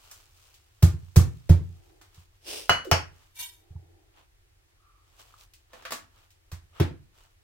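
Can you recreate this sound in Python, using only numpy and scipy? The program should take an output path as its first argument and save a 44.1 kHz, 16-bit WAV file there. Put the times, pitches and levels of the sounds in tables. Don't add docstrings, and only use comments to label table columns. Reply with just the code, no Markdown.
import sys
import numpy as np
from scipy import signal
from scipy.fft import rfft, irfft, next_fast_len
from scipy.io import wavfile
from scipy.ndimage import uniform_filter1d, minimum_filter1d, map_coordinates

SR = 44100
rng = np.random.default_rng(int(sys.argv[2]) if len(sys.argv) > 2 else 0)


def dump(signal):
    limited = np.clip(np.atleast_2d(signal).T, -1, 1)
    pcm = np.round(limited * 32767).astype(np.int16)
    wavfile.write(sys.argv[1], SR, pcm)


N = 327663
T = np.arange(SR * 6 // 10) / SR

# frequency in Hz, level in dB.
SNAP_COLOUR = [(600, -15.5), (5500, 1), (15000, -5)]
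# frequency in Hz, level in dB.
CRACKLE = [(800, -23.5), (2500, -0.5), (5000, 0), (8000, -2), (11000, -8), (14500, -5.5)]


def amp(db):
    return 10 ** (np.asarray(db) / 20)


def unit(x):
    return x / np.sqrt(np.mean(x ** 2) + 1e-20)


def fade(t60):
    return 1000. ** (-T / max(t60, 1e-4))


def along(points, hz):
    f, v = np.transpose(points)
    return np.interp(np.log(hz + 1), np.log(f + 1), v)


def add(out, s, sound):
    part = out[:, round(s * SR):][:, :sound.shape[-1]]
    part += sound[..., :part.shape[1]]


def filtered(x, response):
    size = next_fast_len(x.shape[-1] + 8192)
    spectrum = rfft(x, size) * response(np.fft.rfftfreq(size, 1 / SR))
    return irfft(spectrum, size)[..., :x.shape[-1]]


def causal(x, db_of, size=4096):
    cepstrum = irfft(np.log(amp(db_of(np.fft.rfftfreq(size, 1 / SR)))))
    cepstrum[1:size // 2] *= 2
    cepstrum[size // 2 + 1:] = 0
    impulse_response = irfft(np.exp(rfft(cepstrum)))
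    return signal.fftconvolve(x, impulse_response)[:len(x)]


def ring(modes, scatter_db):
    total = 0
    for k, (hz, db, t60) in enumerate(modes):
        strength = (-1) ** (k + 1) * amp(db + scatter_db * rng.normal())
        total = total + strength * np.sin(2 * np.pi * hz * T) * fade(t60)
    return total


def burst(length, rise):
    x = rng.standard_normal(len(T)) * fade(length) * (1 - np.exp(-T / rise))
    power = np.abs(uniform_filter1d(np.abs(rfft(x, 4096)) ** 2, size=15))
    x = causal(x, lambda hz: -10 * np.log10(power / power.mean() + 1e-3))
    return x / np.linalg.norm(x)


def grains(colour, spiky):
    knots = rng.standard_normal(N // 64 + 4)
    size = np.exp(spiky * map_coordinates(knots, [np.arange(N) / 64], order=1))
    noise = size * rng.standard_normal((2, N))
    return unit(filtered(noise, lambda hz: amp(along(colour, hz))))


def kitchen(x, wet_db):
    # frequency in Hz, t60 in seconds.
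    room_decay = [(100, 0.57), (400, 0.23), (1500, 0.3), (5000, 0.24), (14000, 0.2)]
    hz, t, z = signal.stft(rng.standard_normal((2, len(T))), SR, nperseg=256)
    decaying = z * 1000. ** (-t / along(room_decay, hz)[:, None])
    tail = signal.istft(decaying, SR, nperseg=256)[1][:, :len(T)]
    tail *= 1 - np.exp(-T / 0.0005)
    tail /= np.linalg.norm(tail, axis=1, keepdims=True)
    direct = np.array([x, np.pad(x, (3, 0))[:len(x)]])
    return direct + amp(wet_db) * signal.fftconvolve(x[None], tail, axes=1)[:, :len(x)]


def swell(s, attack, hold, release):
    t = np.arange(N) / SR - s
    growth = np.minimum(t, 0) / max(attack, 1e-3)
    decay = np.maximum(t - hold, 0) / max(release, 1e-3)
    return np.exp(growth - decay)


def bell(s, width):
    return np.exp(-((np.arange(N) / SR - s) / max(width, 1e-3)) ** 2)


def wobble(rate):
    return map_coordinates(rng.standard_normal(size=256), [np.arange(N) * rate / SR], mode="wrap")


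def ambience():
    # frequency in Hz, level in dB.
    air_colour = [(13, -32.5), (22, -8.5), (44, -6), (59, -14.5), (92, -6.5), (198, -41), (371, -34),
                  (608, -38.5), (1630, -37), (1770, -35.5), (2270, -37.5), (15500, -48)]
    # frequency in Hz, level in dB.
    hum_colour = [(230, -42.5), (300, -5), (330, 1), (400, -5), (520, -17.5), (800, -9), (1200, -41)]
    # time of the peak in seconds, half width in seconds, level in dB.
    hum_swells = [(1.9, 0.19, -66), (3.85, 0.26, -67)]
    mid, side = rng.standard_normal((2, N))
    side = filtered(side, lambda hz: amp(along([(100, -12), (600, 3.0)], hz)))
    ears = np.array([mid + side, mid - side])
    air = unit(filtered(ears, lambda hz: amp(along(air_colour, hz))))
    hum_gain = amp(-79.5) + sum(amp(db) * bell(s, width) for s, width, db in hum_swells)
    return amp(-63.0) * air + hum_gain * grains(hum_colour, spiky=.1)


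def handling():
    # time of firmest pressure in seconds,
    # half width in seconds, rub level in dB, crackle level in dB.
    grips = [(.108, 0.15, -62, -58.5), (.45, 0.12, -70.5, -63.5), (1.3, 0.75, -73.5, -68.5),
             (2.192, .05, -64.5, -64.5), (3.201, .08, -66.5, -66.5), (4.192, .045, -60.5, -72),
             (5.207, .019, -60, -55.5), (5.27, 0.1424, -65, -64.5), (5.42, .035, -67, -58.5),
             (6.783, .035, -52, -63.5), (5.781, .06, -56.5, -66.5), (6.19, 0.071, -65, -70.5),
             (7.211, .06, -64, -66)]
    # frequency in Hz, level in dB.
    rub_colour = [(200, -10.5), (400, -4.5), (700, -0.5), (1250, 1.5), (2000, -8), (3000, -2.5),
                  (5000, -17.5), (12000, -35.5)]
    light_rub_db, light_crackle_db = -85, -83
    light_swing_db, light_moves_per_s = 4, 32
    still_s, still_width_s = 4.53, 0.22
    light = amp(light_swing_db * wobble(light_moves_per_s)) * (1 - bell(still_s, still_width_s))
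    rub, crackle = amp(light_rub_db) * light, amp(light_crackle_db) * light
    for s, width, rub_db, crackle_db in grips:
        pressure = bell(s, width)
        rub = rub + amp(rub_db) * pressure
        crackle = crackle + amp(crackle_db) * pressure
    return rub * grains(rub_colour, spiky=0.4) + crackle * grains(CRACKLE, spiky=0.38)


def slaps():
    # start in seconds, relative level in dB,
    # body tilt in dB, fizz tilt in dB, squash time in seconds.
    contacts = [(0.1121, -45, -21, 5, 0.0025), (0.824, -25, 4.5, -0.5, 0.005), (1.159, -22, 8, 1.5, .0042),
                (1.492, -28.5, 12, -6, 0.0042), (2.0127, -46.5, -11, -5, 0.0025),
                (5.7321, -42.5, -6, -9, 0.00117), (5.8234, -45, -4.5, -10.5, 0.00086),
                (5.852, -28, -26, -15, .0012), (5.9068, -31.5, -5, -5, 0.0018), (5.9201, -26, -7, -3, .002),
                (6.516, -38.5, -6, -3.5, 0.0029), (6.7987, -22, 6, -16, 0.0033)]
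    # frequency in Hz, level in dB.
    flesh = [(30, -43.5), (100, -11.5), (250, 8), (450, 6.5), (900, 4.5), (1500, 2.5), (3000, -2.5),
             (5000, 0.5), (7500, 1), (10500, -4.5), (15000, -5)]
    out = np.zeros((2, N))
    for s, db, body_db, fizz_db, squash in contacts:
        tilt = [(500, body_db), (1200, 0.0013), (3300, 0.0035), (7000, fizz_db)]
        spray = burst(length=6 * squash, rise=squash)
        smack = causal(spray, lambda hz: along(flesh, hz) + along(tilt, hz))
        add(out, s, amp(db + 20.5) * kitchen(smack, wet_db=6.0))
    return out


def snaps():
    # start in seconds, relative level in dB.
    releases = [(0.1128, -40.5), (0.8272, -19.5), (1.1638, -15.5), (1.497, -27.5), (5.909, -34.5),
                (5.92, -27), (6.8, -25.5)]
    length_s, rise_s = .02, .001
    out = np.zeros((2, N))
    for s, db in releases:
        steps = rng.standard_normal(len(T) // 24 + 1).repeat(24)[:len(T)]
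        grit = burst(length_s, rise_s) * amp(4 * steps)
        snap = causal(grit / np.linalg.norm(grit), lambda hz: along(SNAP_COLOUR, hz))
        add(out, s, amp(db + 17.5) * kitchen(snap, wet_db=-5.5))
    return out


def ticks():
    # start in seconds, relative level in dB.
    film_releases = [(0.542, -61), (2.145, -63.5), (2.847, -55), (5.536, -59), (6.305, -66)]
    length_s, rise_s = 0.0068, .001
    out = np.zeros((2, N))
    for s, db in film_releases:
        tick = causal(burst(length_s, rise_s), lambda hz: along(CRACKLE, hz))
        add(out, s, amp(db + 31) * kitchen(tick, wet_db=6.5))
    return out


def thuds():
    # start in seconds, relative level in dB, contact time in seconds.
    landings = [(0.826, -3, 0.0013), (1.163, 3.5, 0.0016), (1.497, -4.5, 0.00091), (2.172, -31, 0.0038),
                (2.695, -29.5, 0.00085), (2.915, -19, 0.0008), (3.701, -25, 0.0046), (3.749, -23, 0.003),
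                (6.52, -17, 0.0037), (6.799, -14, 0.00075), (6.812, -45, 0.00031)]
    # frequency in Hz, level in dB, t60 in seconds.
    board = [(65, -16, .22), (87.6, -2.5, .27), (139.7, -2, .1), (167.4, -5, .14), (118, -11, .24),
             (325, -19, .22), (345, -15, .2), (400, -9, .06)]
    out = np.zeros((2, N))
    for s, db, contact in landings:
        push = T / contact * np.exp(-T / contact)
        struck_board = ring(board, scatter_db=1.4)
        boom = amp(db + 4.5) * signal.fftconvolve(struck_board, push / push.sum())[:len(T)]
        add(out, s, kitchen(boom, wet_db=-20.0))
        for delay, rock_db in [(.107, -21.5), (.195, -35.5)]:
            add(out, s + delay, amp(rock_db) * kitchen(boom, wet_db=-14.5))
    return out * amp([[-1], [1]])


def hollow_knocks():
    # start in seconds, relative level in dB, frequency in Hz.
    damped_tones = [(1.196, -27.5, 1125), (3.762, -54, 870), (5.34, -43.5, 1220), (5.733, -43, 1103),
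                    (5.852, -32, 1560), (6.809, -16, 344)]
    out = np.zeros((2, N))
    for s, db, hz in damped_tones:
        envelope = fade(14 / hz) * (1 - np.exp(-T * hz))
        knock = amp(db + 7.5) * np.sin(2 * np.pi * hz * T) * envelope
        add(out, s, kitchen(knock, wet_db=-5))
    return out


def drag():
    # frequency in Hz, level in dB.
    drag_colour = [(200, -21.5), (300, -8), (420, -2.5), (600, -6), (850, -10), (1200, -16.5), (1900, -15),
                   (2800, -5.5), (4300, -9), (5300, -5), (7000, -16), (9200, -10), (11000, -19),
                   (15000, -18.5)]
    shove = swell(s=2.485, attack=0.018, hold=.1, release=0.05)
    return amp(-37) * shove * grains(drag_colour, spiky=0.25)


def chime(modes):
    ears = np.pi / 4 * np.array([[1], [-1]])
    tones = 0
    for k, (hz, db, t60) in enumerate(modes):
        phase = 2 * np.pi * (hz * T + rng.random()) + (-1) ** k * ears
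        tones = tones + amp(db) * np.sin(phase) * fade(t60)
    return tones * (1 - np.exp(-T / .0007))


def steel(modes):
    tones = chime(modes)
    left = kitchen(tones[0], wet_db=-7.5)[0]
    right = kitchen(tones[1], wet_db=-7)[0]
    return np.array([left, right])


def cleaver():
    # start in seconds, relative clack level in dB,
    # relative blade ring level in dB, brightness tilt in dB, clack length in seconds, relative tip level in dB.
    laid_down = [(2.6946, -25, -10, 0, 0.0052, 2), (2.9134, -24, -44.5, 6, .008, -17),
                 (2.9153, -29, -42.5, 4, .02, -10.5)]
    # frequency in Hz, level in dB, t60 in seconds.
    blade = [(694, -10, .17), (1044, -17, .2), (1183, -17, .2), (1486, -15, .32), (2046, -17, .19),
             (2945, -4.5, .24), (4064, -18, .16), (4409, -22, .3), (6105, -30, .28), (6503, -23, .26),
             (9179, -34, .28), (12280, -33, .19)]
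    # frequency in Hz, level in dB, t60 in seconds.
    tip = [(920, -13.5, 0.0025), (1360, -3, 0.0054), (2160, -14.5, 0.0056)]
    # frequency in Hz, level in dB, t60 in seconds.
    handle = [(660, 1, .16), (848, 0, .17), (1362, -3, .16), (2176, -5, .16), (4520, -11, .27),
              (5535, -3, .22), (6632, -12, .22), (8543, -14, .18), (9938, -13, .16), (12100, -16, .12),
              (12930, -18, .2), (14550, -22, .19)]
    # frequency in Hz, level in dB.
    clack_colour = [(150, -38), (300, -10), (700, -5), (1400, -9.5), (2200, -11), (3000, -9.5), (3700, -25),
                    (4500, -14.5), (5600, -19), (7600, -28), (13000, -38.5), (15500, -45)]
    # start in seconds, relative level in dB, initial frequency in Hz.
    rocks = [(2.852, -32, 552), (2.87, -28.5, 423.6)]
    out = np.zeros((2, N))
    for s, clack_db, blade_db, bright_db, length, tip_db in laid_down:
        tilt = [(4200, 0), (5500, bright_db), (9000, 0.0044)]
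        clack = causal(burst(length, rise=0.00024), lambda hz: along(clack_colour, hz) + along(tilt, hz))
        add(out, s, kitchen(amp(clack_db + 45.5) * clack, wet_db=5.5))
        add(out, s, kitchen(amp(tip_db + 2) * ring(tip, scatter_db=.3), wet_db=-1))
        crack = causal(burst(length=.004, rise=0.0003), lambda hz: along(SNAP_COLOUR, hz))
        add(out, s, kitchen(amp(clack_db + 25) * crack, wet_db=-8))
        add(out, s, amp(blade_db - 2) * steel(blade))
    add(out, 2.914, amp(-24.5) * steel(handle))
    for s, db, hz in rocks:
        sinking_cycles = hz * np.cumsum(np.exp(-T / 0.051)) / SR
        rock = np.sin(2 * np.pi * sinking_cycles) * fade(.055) * (1 - np.exp(-T / .004))
        add(out, s, kitchen(amp(db + 2.5) * rock, wet_db=3.0))
    return out


def swish():
    # frequency in Hz, level in dB.
    resonances = [(969, 2), (1580, -5), (1930, -2), (2312, 6), (2822, 4), (3090, 4), (3412, 2), (3673, 8),
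                  (4400, 1), (5300, -1), (6300, 4), (7230, 0), (8160, 4), (8959, 2), (9250, 2), (10170, 0),
                  (11600, 2), (12200, 1), (13700, 1)]

    def body(f):
        response = 0
        for centre, db in resonances:
            width_hz = 18 + .003 * centre
            damping = 1j * f * width_hz
            response = response + amp(db) * damping / (centre * centre - f * f + damping)
        return response

    lighter_swell = amp(-11.5) * swell(s=3.368, attack=0.011, hold=0.01, release=.008)
    envelope = swell(s=3.391, attack=0.0036, hold=.022, release=0.048) + lighter_swell
    ringing = filtered(envelope * grains([(1000, 0)], spiky=.45), body)
    hiss = envelope * grains(SNAP_COLOUR, spiky=0.45)
    return amp(-24.5) * ringing + amp(-42.5) * hiss


def airy_tones():
    # time of the middle in seconds, length in seconds, relative level in dB, pitch in Hz,
    # rise in the middle as a share of the pitch, random jitter as a share of the pitch.
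    faint_tones = [(4.911, .32, -68, 1215, 0.00057, 0.101)]
    jitters_per_s, overtone_db = 190, -18
    flutter_db, flutters_per_s = 5.5, 92
    out = np.zeros((2, N))
    for s, length, db, hz, rise, jitter in faint_tones:
        arch = np.sin(np.pi * np.minimum(T / length, 1))
        pitch = hz * (1 + rise * arch ** 4 + jitter * wobble(jitters_per_s)[:len(T)])
        phase = 2 * np.pi * np.cumsum(pitch) / SR
        tone = arch * (np.sin(phase) + amp(overtone_db) * np.sin(2 * phase))
        flutter = amp(flutter_db * wobble(flutters_per_s)[:len(T)])
        add(out, s - length / 2, amp(db) * kitchen(flutter * tone, wet_db=1.5))
    return out


def tray_knocks():
    # start in seconds, level in dB.
    bumps = [(5.733, -51), (5.852, -45.5), (5.921, -35)]
    # frequency in Hz, level in dB, t60 in seconds.
    tray = [(510, -1.5, 0.12), (673, -1.5, 0.14), (1145, -3, 0.078), (1750, 1, 0.079)]
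    out = np.zeros((2, N))
    for s, db in bumps:
        add(out, s, kitchen(amp(db) * ring(tray, scatter_db=4.5), wet_db=-2.5))
    return out


def scene():
    blows = thuds() + slaps() + snaps() + tray_knocks()
    small_sounds = hollow_knocks() + ticks() + airy_tones() + handling()
    return blows + small_sounds + cleaver() + drag() + swish() + ambience()


def record(dry):
    needed = 1 / np.maximum(np.abs(dry).max(axis=0) / .97, 1)
    gain = uniform_filter1d(minimum_filter1d(needed, size=441), size=441)
    top_hz = 15900
    return filtered(dry * gain, lambda hz: hz < top_hz)


dry = scene()
out = record(dry)
dump(out)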